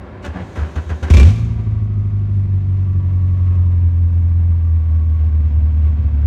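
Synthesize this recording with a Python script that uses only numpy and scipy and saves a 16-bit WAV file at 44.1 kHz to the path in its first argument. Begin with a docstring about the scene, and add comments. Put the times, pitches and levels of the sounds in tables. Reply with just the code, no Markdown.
"""A four-cylinder race car engine starts and runs, heard from inside its bare steel cabin.
The solenoid clacks, the starter drags the engine over a few compressions, and it catches with a
volley of bangs that ring the metal. The speed flares and sinks towards idle; the exhaust pulses
boom in the cabin over rushing belts, valve clatter and a faint alternator whine."""
import sys
import numpy as np
from scipy import signal
from scipy.fft import rfft, irfft, next_fast_len
from scipy.io import wavfile
from scipy.ndimage import uniform_filter1d, minimum_filter1d

SR = 44100
rng = np.random.default_rng(int(sys.argv[2]) if len(sys.argv) > 2 else 0)


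def waveform_to_disk(signal):
    """Save audio, clipped to [-1, 1], as 16-bit WAV at the path in sys.argv[1]."""
    frames = np.transpose(np.atleast_2d(signal))
    scaled = np.clip(frames, -1, 1) * 32767
    samples = np.round(scaled).astype(np.int16)
    wavfile.write(sys.argv[1], SR, samples)


N = 276066

# short runs of hard firings: t/s, boost/dB
KICKS = [(2.374, 1), (2.775, 1), (5.221, 2), (5.85, 3)]
KICK_WIDTH_S = 0.058
# noise colour of a full-bodied crack: f/Hz, level/dB
CRACK_SPECTRUM = [(130, 18), (230, 18.5), (400, 10), (600, 5), (900, -0.5), (1600, -3.5), (2400, -3),
                  (3300, -5), (4700, -11.5), (5600, -10.5), (7500, -15), (10000, -25.5), (15000, -33.5)]
# noise colour of bright metal scraping: f/Hz, level/dB
SCRAPE_SPECTRUM = [(2000, -3), (3800, -0.5), (5000, -8.5), (6500, -3), (8000, -12), (9800, -16),
                   (11000, -22.5), (15000, -20)]
# noise colour of small parts clattering: f/Hz, level/dB
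CLATTER_SPECTRUM = [(1290, -34.5), (2200, -4.5), (3080, -11.5), (3450, -11), (3740, -12), (4990, -16.5),
                    (6400, -16.5), (7760, -24.5), (15000, -39)]


def exhaust(turns, crank_hz):
    """Two firings a turn: their second harmonic booms in the cabin, uneven firings add a rumble."""
    # weak firings: t/s, share of the boom lost
    stumbles = [(1.392, 0.4), (1.46, 0.3), (1.494, 0.3), (1.529, 0.3), (1.572, 0.7), (1.618, 0.55),
                (1.655, 0.3), (1.755, 0.5), (1.911, 0.3), (2.47, 0.8), (2.64, .3), (2.812, 0.4),
                (5.182, 0.55), (5.29, 0.4), (5.496, 0.85), (5.604, 0.8), (5.919, 0.75), (5.975, .55),
                (6.028, 0.8), (6.109, .7), (6.164, 0.5)]
    # how strongly the cabin answers the boom: f/Hz, level/dB
    boom_response = [(45, -13), (60, -6.5), (70, -0.5), (88, 0.13), (100, -4.5), (113, -7.5), (126, -18),
                     (170, -30.5)]
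    # colour of the rumble: f/Hz, level/dB
    rumble_spectrum = [(30, -40), (45, -28), (60, -12.5), (72, -3), (80, 2), (95, -6), (106, -14),
                       (120, -22), (140, -25), (160, -29.5), (190, -27.5), (240, -27.5), (300, -40),
                       (450, -49)]
    surge = from_db(-3) * swell(1.243, 0.05)  # the full load of the run-up
    fresh, lug = unevenness(crank_hz)
    scatter_db = 0.88 * drift(25) + 2.34 * (fresh + lug) * drift(41)
    strength = from_db(-12.5 + 3 * fresh + scatter_db + kicks_db())
    held = 1 - sum(lost * swell(s, 0.0105) for s, lost in stumbles)
    angle = 2 * np.pi * turns
    boom = coloured((strength * held + surge) * np.cos(4 * angle) * (turns > 0), boom_response)
    firing = from_db(-32.5 + 1.1 * (crank_hz - 21)) * np.cos(2 * angle)  # fades as it sinks
    overtones = growl(angle, crank_hz)
    throb = from_db(drift(31.6))
    growl_gain = layer_gain(crank_hz, db=-31, fresh_db=0.5, lug_db=3.5) * throb + from_db(-16) * surge
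    rumble = noise(rumble_spectrum, crossings(2 * turns) * rng.choice([-1, 1], N))
    rumble_gain = layer_gain(crank_hz, db=-33.5, fresh_db=4, lug_db=5)
    return np.sqrt(2) * (boom + firing) + growl_gain * overtones + rumble_gain * rumble


def growl(angle, crank_hz):
    """Unequal cylinders give the exhaust whole and half orders, coloured by the cabin panels."""
    # exhaust partials: multiple of the crank rate, level/dB
    orders = [(3, -23), (3.5, -10.5), (4.5, -14.5), (5, -13.5), (5.5, -14.5), (6, 4), (6.5, -18),
              (7, -12.5), (7.5, -18.5), (8, -3), (8.5, -20), (9, -13.5), (10, -14.5), (11, -17),
              (12, -12.5), (12.5, -25.5), (13, -21), (13.5, -26), (14, -14), (14.5, -26), (15, -23),
              (15.5, -24), (16, -22.5), (17, -25), (18, -23), (20, -33), (24, -31)]
    # response of the panels: f/Hz, level/dB
    panels = [(58, 8), (70, 12.5), (82, 17), (93, 13), (100, 9.5), (107, -1), (118, -9.5), (127, -5.5),
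              (140, -0.5), (150, -4.5), (159, -9.5), (170, -1.5), (182, 1.5), (200, 0), (225, 2.5),
              (255, 4), (278, -2), (303, -12.5), (325, 1), (380, -2), (430, -10.5), (600, -7)]
    out = 0
    for order, db in orders:
        overtone = np.cos(order * angle + rng.uniform(0, 2 * np.pi))
        out = out + from_db(db + drift(3.3)) * at_hz(panels, order * crank_hz) * overtone
    return out


def catch():
    """The first firings crack, knock the metal and boom; the pinion clashes on its way out."""
    # first firings: t/s, crack/dB, metal knock/dB, boom/dB
    bangs = [(1.101, -16.5, -28, 8), (1.138, -16.5, -18, 5), (1.170, -19, -15, 7.5), (1.198, -21, -22, 7),
             (1.228, -20.5, -35, -4.5), (1.249, -28, -35.5, -13), (1.269, -34, -37.5, -11),
             (1.286, -39.5, -42.5, -21)]
    # the pinion strikes the ring gear: t/s, level/dB
    clashes = [(1.304, -38.5), (1.359, -43), (1.394, -45.5), (1.447, -50)]
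    # modes of the engine and bulkhead: f/Hz, level/dB, t60/s
    metal_modes = [(1168, -18.5, 0.56), (1930, -13.5, 0.04), (2367, -4.5, 0.13), (2419, -10.5, .08),
                   (2590, -10, 0.085), (2700, -14, .02), (2880, -18.5, 0.061), (3250, -12, 0.041),
                   (3521, -16, 0.051), (4220, -20.5, .06), (5310, -10, 0.027), (5900, -18.5, .04),
                   (6240, -11, 0.01)]
    times, _, knock_db, boom_db = np.transpose(bangs)
    crack = rattle = echo_power = 0
    for s, crack_db, metal_db, _ in bangs:
        hard_edge = from_db(-11) * burst(s, 0.00037, 0.0094)
        crack += from_db(crack_db) * (burst(s, 0.001, 0.19) + hard_edge)
        rattle += from_db(metal_db - 22) * burst(s, 0.001, 0.028)  # loose metal chatters
        echo_power += (from_db(crack_db) * burst(s, 0.0016, 0.89)) ** 2
    echo = np.sqrt(echo_power)  # the bangs die away in the cabin and shake loose parts
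    clash = sum(from_db(db) * burst(s, 0.001, 0.045) for s, db in clashes)
    buzz = (rattle + from_db(-52) * echo + from_db(-27.5) * clash) * rng.standard_normal(N)
    metal = 0
    for hz, db, t60 in metal_modes:
        knocks = clicks(times, from_db(knock_db + 2.2 * rng.standard_normal(len(times))))
        metal += from_db(db) * ring(knocks + buzz, hz, t60)
    sharp = crack * from_db(1.5 * drift(300)) * noise(CRACK_SPECTRUM) + clash * noise(SCRAPE_SPECTRUM)
    tail = echo * (from_db(-18) * noise(CRACK_SPECTRUM) + from_db(-23.5) * noise(CLATTER_SPECTRUM))
    pushes = clicks(times + 0.0038, from_db(boom_db))  # the boom comes round by the tailpipe
    return sharp + tail + metal + cabin_boom(pushes)


def cabin_boom(pushes):
    """Soft pressure pushes set the cabin air booming."""
    # modes of the cabin air: f/Hz, width/Hz, level/dB
    air_modes = [(78.1, 8.4, -1), (117, 34, -18.5), (166, 14, -19), (228, 16, -14.5), (342, 10, -13)]
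    soft = butter(pushes, 123, "low")
    boom = sum(from_db(db) * ring(soft, hz, np.log(1000) / (np.pi * wide)) for hz, wide, db in air_modes)
    return butter(boom, 42, "high")


def starter():
    """The solenoid clacks, gears grind and brushes hiss; each compression drags and rasps the gears."""
    # compressions: t/s, rasp/dB, rise/s, t60/s
    compressions = [(0.552, -23.5, 0.028, 0.49), (0.755, -22.5, 0.007, 0.18), (.891, -23.5, 0.008, 0.22),
                    (1.026, -24.5, 0.004, 0.31), (1.073, -30, 0.013, 0.22)]
    # colour of the spinning gears: f/Hz, level/dB
    gear_spectrum = [(50, -6), (85, 15.5), (130, -10.5), (191, 7.5), (234, -11.5), (283, 2), (380, -16),
                     (611, -5.5), (1390, -17), (1650, -12), (1900, -17), (9000, -51.5), (11700, -75),
                     (19800, -120)]
    # colour of teeth scraping under load: f/Hz, level/dB
    rasp_spectrum = [(76, -35), (130, -13.5), (193, -7), (442, -18), (603, -17.5), (1120, -23.5),
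                     (1500, -20), (2050, -29), (2650, -32.5), (3680, -43), (6180, -49.5), (8000, -68),
                     (10400, -81), (17600, -120)]
    solenoid_s, spin_up_s, release_s = 0.2446, 0.3, 1.394
    run_down = from_db(-75.5 * np.maximum(clock() - release_s, 0))  # the button is let go
    motor = np.clip((clock() - solenoid_s) / spin_up_s, 0, 1) * run_down
    grind = from_db(-28.5) * swell(0.392, 0.066)  # the flywheel starts to move
    mesh = from_db(-42.5) * motor + grind
    rasp = from_db(-25) * burst(solenoid_s, 0.014, 0.23)
    snap = from_db(-25.5) * burst(solenoid_s, 0.02, 0.075)  # the bright edge of the rasp
    drag = 0
    for s, db, rise, t60 in compressions:
        rasp += from_db(db) * burst(s, rise, t60)
        snap += from_db(db - 11.5) * burst(s, 1.6 * rise, 0.26 * t60)
        drag += swell(s + 0.065, 0.045)
    tooth_hz = 291 * (1 - 0.22 * drag) * (1 + 0.02 * drift(20))
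    teeth = np.cumsum(tooth_hz) / SR
    housing = starter_housing(teeth)
    grit = rms_one(1 + 0.13 * np.cos(2 * np.pi * teeth)) * from_db(1.6 * drift(100))  # teeth scrape
    gears = mesh * (grit * noise(gear_spectrum) + from_db(-19) * housing)
    strain = rasp * (from_db(0.5) * grit * noise(rasp_spectrum) + from_db(-13) * housing)
    hiss = (from_db(-55) * motor + snap * grit) * noise(SCRAPE_SPECTRUM)
    # the plunger slides in, then seats and rings the housing
    slide = from_db(-31.5) * burst(solenoid_s - 0.023, 0.015, 0.32) * noise(CRACK_SPECTRUM)
    clack = from_db(-25) * burst(0.242, 0.0034, 0.094) * housing
    return gears + strain + hiss + slide + clack


def starter_housing(teeth):
    """Each pinion tooth meeting the ring gear taps the starter housing into ringing."""
    # housing modes: f/Hz, level/dB, t60/s
    modes = [(633, -4.5, 0.026), (986, 2.5, 0.052), (1250, -4, 0.022), (1524, 1.5, 0.045),
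             (1696, -1.5, 0.024), (1860, -2.5, 0.039), (2350, -9.5, 0.027), (2533, -8.5, 0.03),
             (2920, -1, 0.012)]
    taps = crossings(teeth) * from_db(2 * rng.standard_normal(N))
    taps = butter(taps, 4000, "low")  # greased teeth meet softly
    return rms_one(sum(from_db(db) * ring(taps, hz, t60) for hz, db, t60 in modes))


def mount_thuds():
    """The cranked engine rocks on its mounts with low thuds."""
    # thuds: t/s, level/dB, rise/s
    thuds = [(0.274, -9.5, 0.015), (0.572, 0, 0.038), (0.613, -8, 0.006), (0.757, -2, 0.016),
             (.855, -7, 0.025), (0.904, -4, 0.016), (1.021, -2.5, 0.017)]
    thud_hz, t60 = 77.1, 0.18
    return sum(from_db(db) * burst(s, rise, t60) * np.sin(2 * np.pi * thud_hz * (clock() - s))
               for s, db, rise in thuds)


def engine_bay(turns, crank_hz):
    """Belts and valves, louder in hard firings and at the speed that shakes the bay."""
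    shaken = from_db(2.5 * shaking(crank_hz) + kicks_db())
    return shaken * (belt_rush(turns, crank_hz) + valve_clatter(turns, crank_hz))


def belt_rush(turns, crank_hz):
    """Belts and gears rush, and their small knocks recur every two-turn engine cycle."""
    # colour of the rush: f/Hz, level/dB
    spectrum = [(220, -20.5), (380, 1.5), (430, -10), (498, -4), (580, -7.5), (725, -6), (790, -15.5),
                (965, -7), (1040, -17), (1150, -7), (1330, -15.5), (1800, -16.5), (2350, -19), (5000, -38),
                (6500, -64.5), (11000, -120)]
    contacts = 256 * turns
    knock_pattern = rng.standard_normal(512)[contacts.astype(int) % 512]
    buzz = noise(spectrum, knock_pattern * crossings(contacts))
    firing_pulse = 1 + 0.078 * np.cos(4 * np.pi * turns)
    rush = (noise(spectrum) + 0.95 * buzz) * firing_pulse * from_db(1.1 * drift(60))
    growth = from_db(-0.31 * (crank_hz - 19.9))  # louder as the crank slows
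    return layer_gain(crank_hz, db=-48, fresh_db=4.5, lug_db=2.5) * growth * rms_one(rush)


def valve_clatter(turns, crank_hz):
    """Valves tick four times a turn, each with its own strength, and rattle more in hard firings."""
    valve, since_tick = np.divmod(4 * turns, 1)
    strength = from_db(3 * rng.standard_normal(1024))[valve.astype(int)]
    ticks = noise(CLATTER_SPECTRUM) * (1 + strength * np.exp(-since_tick / 0.5))
    kicked = from_db(0.5 * sum(swell(s, KICK_WIDTH_S) for s, _ in KICKS))
    return layer_gain(crank_hz, db=-63.5, fresh_db=3, lug_db=0.5) * kicked * rms_one(ticks)


def alternator(turns, crank_hz):
    """The belt-driven alternator's harmonics swell as they sink through its bracket's resonances."""
    # whine: multiple of the shaft rate, level/dB
    harmonics = [(4, 1.5), (6, -2.5), (7, 2), (8, 0.5)]
    # response of the bracket: f/Hz, level/dB
    bracket = [(690, -75), (727, -65.5), (770, -77), (850, -71.5), (880, -60), (935, -63.5), (990, -62),
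               (1030, -69), (1065, -63.5), (1100, -51.5), (1125, -56.5), (1155, -53.5), (1172, -66.5),
               (1230, -65.5), (1260, -55), (1290, -70), (1340, -65), (1410, -62.5), (1470, -72)]
    pulley_ratio, whine = 7.012, 0
    for harmonic, db in harmonics:
        order = harmonic * pulley_ratio
        level = at_hz(bracket, order * crank_hz) * from_db(db + 2 * shaking(crank_hz) + 1.2 * drift(11))
        whine += level * np.sin(2 * np.pi * order * turns + 0.3 * drift(11))
    return whine


def background_air():
    """A soft bed of air that fades out as the engine catches."""
    # colour of the air: f/Hz, level/dB
    spectrum = [(29, -29.5), (50, 0), (85, 16), (130, -2.5), (280, 0), (385, -2), (450, -15), (520, -5),
                (748, -10.5), (1750, -17.5), (2250, -23.5), (12000, -61.5), (15600, -93), (22000, -120)]
    return from_db(np.interp(clock(), [0.3, 1.1, 1.5], [-32, -35, -62])) * noise(spectrum)


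def unevenness(crank_hz):
    """How unsettled the freshly caught engine is, and how much it lugs at low speed; each 0-1."""
    settle_s, lug_below_hz = 1.76, 19.66
    fresh = 0.5 - 0.5 * np.tanh((clock() - settle_s) / 0.13)
    return fresh, np.clip(lug_below_hz - crank_hz, 0, 1)


def layer_gain(crank_hz, db, fresh_db, lug_db):
    """Gain of an engine layer, raised before the engine settles and when it lugs."""
    fresh, lug = unevenness(crank_hz)
    return from_db(db + fresh_db * fresh + lug_db * lug)


def kicks_db():
    """Level added by the runs of hard firings."""
    return sum(db * swell(s, KICK_WIDTH_S) for s, db in KICKS)


def shaking(crank_hz):
    """How near the crank is to the speed that shakes the engine bay, 0-1."""
    return np.exp(-((crank_hz - 22.48) / 0.4) ** 2)


def noise(spectrum, source=None):
    """White noise (or a given source) coloured by a spectrum and the cabin's reflections; rms 1."""
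    # reflections off the bare floor, doors and roof: delay/s, gain
    walls = [(.0019, .14), (.0033, -.14), (.0052, .13), (.0081, .13), (.013, -.13), (.0185, .12),
             (.0237, -.12), (.031, .1)]
    direct = coloured(rng.standard_normal(N) if source is None else source, spectrum)
    return rms_one(direct + sum(gain * np.roll(direct, int(delay * SR)) for delay, gain in walls))


def coloured(source, spectrum):
    """A signal shaped by a spectrum with steep ends."""
    size = next_fast_len(N + SR // 4)
    hz = np.fft.rfftfreq(size, 1 / SR) + 1e-3
    ends = 1 / (1 + (spectrum[0][0] / hz) ** 8) / (1 + (hz / spectrum[-1][0]) ** 8)
    return irfft(rfft(source, size) * at_hz(spectrum, hz) * ends, size)[:N]


def at_hz(spectrum, hz):
    """Gain of a spectrum table at the given frequencies."""
    f, db = np.transpose(spectrum)
    return from_db(np.interp(np.log(hz + 1e-9), np.log(f), db))


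def butter(x, hz, kind, order=2):
    """Low-pass or high-pass filter."""
    return signal.sosfilt(signal.butter(order, hz, kind, fs=SR, output="sos"), x + 1e-18)


def ring(x, hz, t60):
    """A mode: a unit click sets a sine of height 1 ringing."""
    r, w = np.exp(-np.log(1000) / (t60 * SR)), 2 * np.pi * hz / SR
    return signal.lfilter([0, np.sin(w)], [1, -2 * r * np.cos(w), r * r], x + 1e-18)


def drift(hz):
    """Random wander of rms 1, mostly slower than hz."""
    step, warm_up = 40, 2000
    r = np.exp(-2 * np.pi * hz * step / SR)
    slow = signal.lfilter([1], [1, -2 * r, r * r], rng.standard_normal(N // step + warm_up + 2))
    slow = rms_one(slow[warm_up:])
    return np.interp(np.arange(N) / step, np.arange(len(slow)), slow)


def burst(s, rise, t60):
    """Envelope that rises from time s and dies away."""
    start, envelope = int(s * SR), np.zeros(N)
    age = np.arange(min(int(2 * t60 * SR), N - start)) / SR
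    envelope[start:start + len(age)] = (1 - np.exp(-age / rise)) * np.exp(-np.log(1000) * age / t60)
    return envelope


def swell(s, width):
    """A smooth hump of height 1 around time s."""
    return np.exp(-((clock() - s) / width) ** 2)


def clicks(times, gains):
    """One click of the given size at each time."""
    return np.bincount((np.asarray(times) * SR).astype(int), gains, N)[:N]


def crossings(count):
    """A unit click whenever a rising count passes a whole number."""
    return np.diff(np.floor(count), prepend=0) > 0


def from_db(db):
    """Decibels to gain."""
    return 10 ** (np.asarray(db) / 20)


def rms_one(x):
    """Scale to unit rms."""
    return x / np.sqrt(np.mean(x ** 2) + 1e-20)


def clock():
    """Time of every sample."""
    return np.arange(N) / SR


def scene():
    """The starter cranks, the engine catches, runs up to its flare and sinks towards idle; mono."""
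    # crank speed from the flare on: t/s, f/Hz
    speed = [(1.32, 27.1), (1.41, 28.5), (1.5, 28.4), (1.62, 27.15), (1.78, 26.35), (1.97, 25.6),
             (2.28, 25.0), (2.58, 23.85), (2.85, 23.65), (3.12, 22.9), (3.35, 22.8), (3.62, 22.2),
             (3.92, 21.45), (4.47, 21.2), (4.86, 20.05), (5.13, 19.8), (5.5, 18.8), (5.7, 19.15),
             (5.9, 19.05), (6.02, 18.5), (6.25, 17.9)]
    catch_s, running_s, flared_s = 1.196, 1.22, 1.32
    run_up = np.clip((clock() - catch_s) / (flared_s - catch_s), 0, 1) ** 2
    crank_hz = np.interp(clock(), *np.transpose(speed)) * (0.69 + 0.31 * run_up)
    turns = np.cumsum(crank_hz * (clock() > catch_s)) / SR
    running = np.interp(clock(), [catch_s, running_s], [0, 1])
    engine = exhaust(turns, crank_hz) + engine_bay(turns, crank_hz) + alternator(turns, crank_hz)
    return (background_air() + starter() + mount_thuds() + catch() + running * engine)[None]


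def record(dry):
    """Deep bass is shed, a fast limiter and a soft clip hold the bangs down, and the top is cut."""
    ceiling, release_db_per_s, top_hz = 1.104, 130, 17200
    thin = butter(dry, 41, "high", order=4)
    over_db = 20 * np.log10(np.maximum(np.abs(thin[0]) / ceiling, 1))
    release_db = release_db_per_s * clock()
    held_db = np.maximum.accumulate(over_db + release_db) - release_db
    cut_db = uniform_filter1d(-minimum_filter1d(-held_db, size=181), size=181)  # eases in before a peak
    limited = thin * from_db(-cut_db)
    rounded = limited / (1 + np.abs(limited) ** 12) ** (1 / 12)
    return signal.sosfilt(signal.cheby2(12, 70, top_hz, fs=SR, output="sos"), rounded)


dry = scene()
out = record(dry)
waveform_to_disk(out)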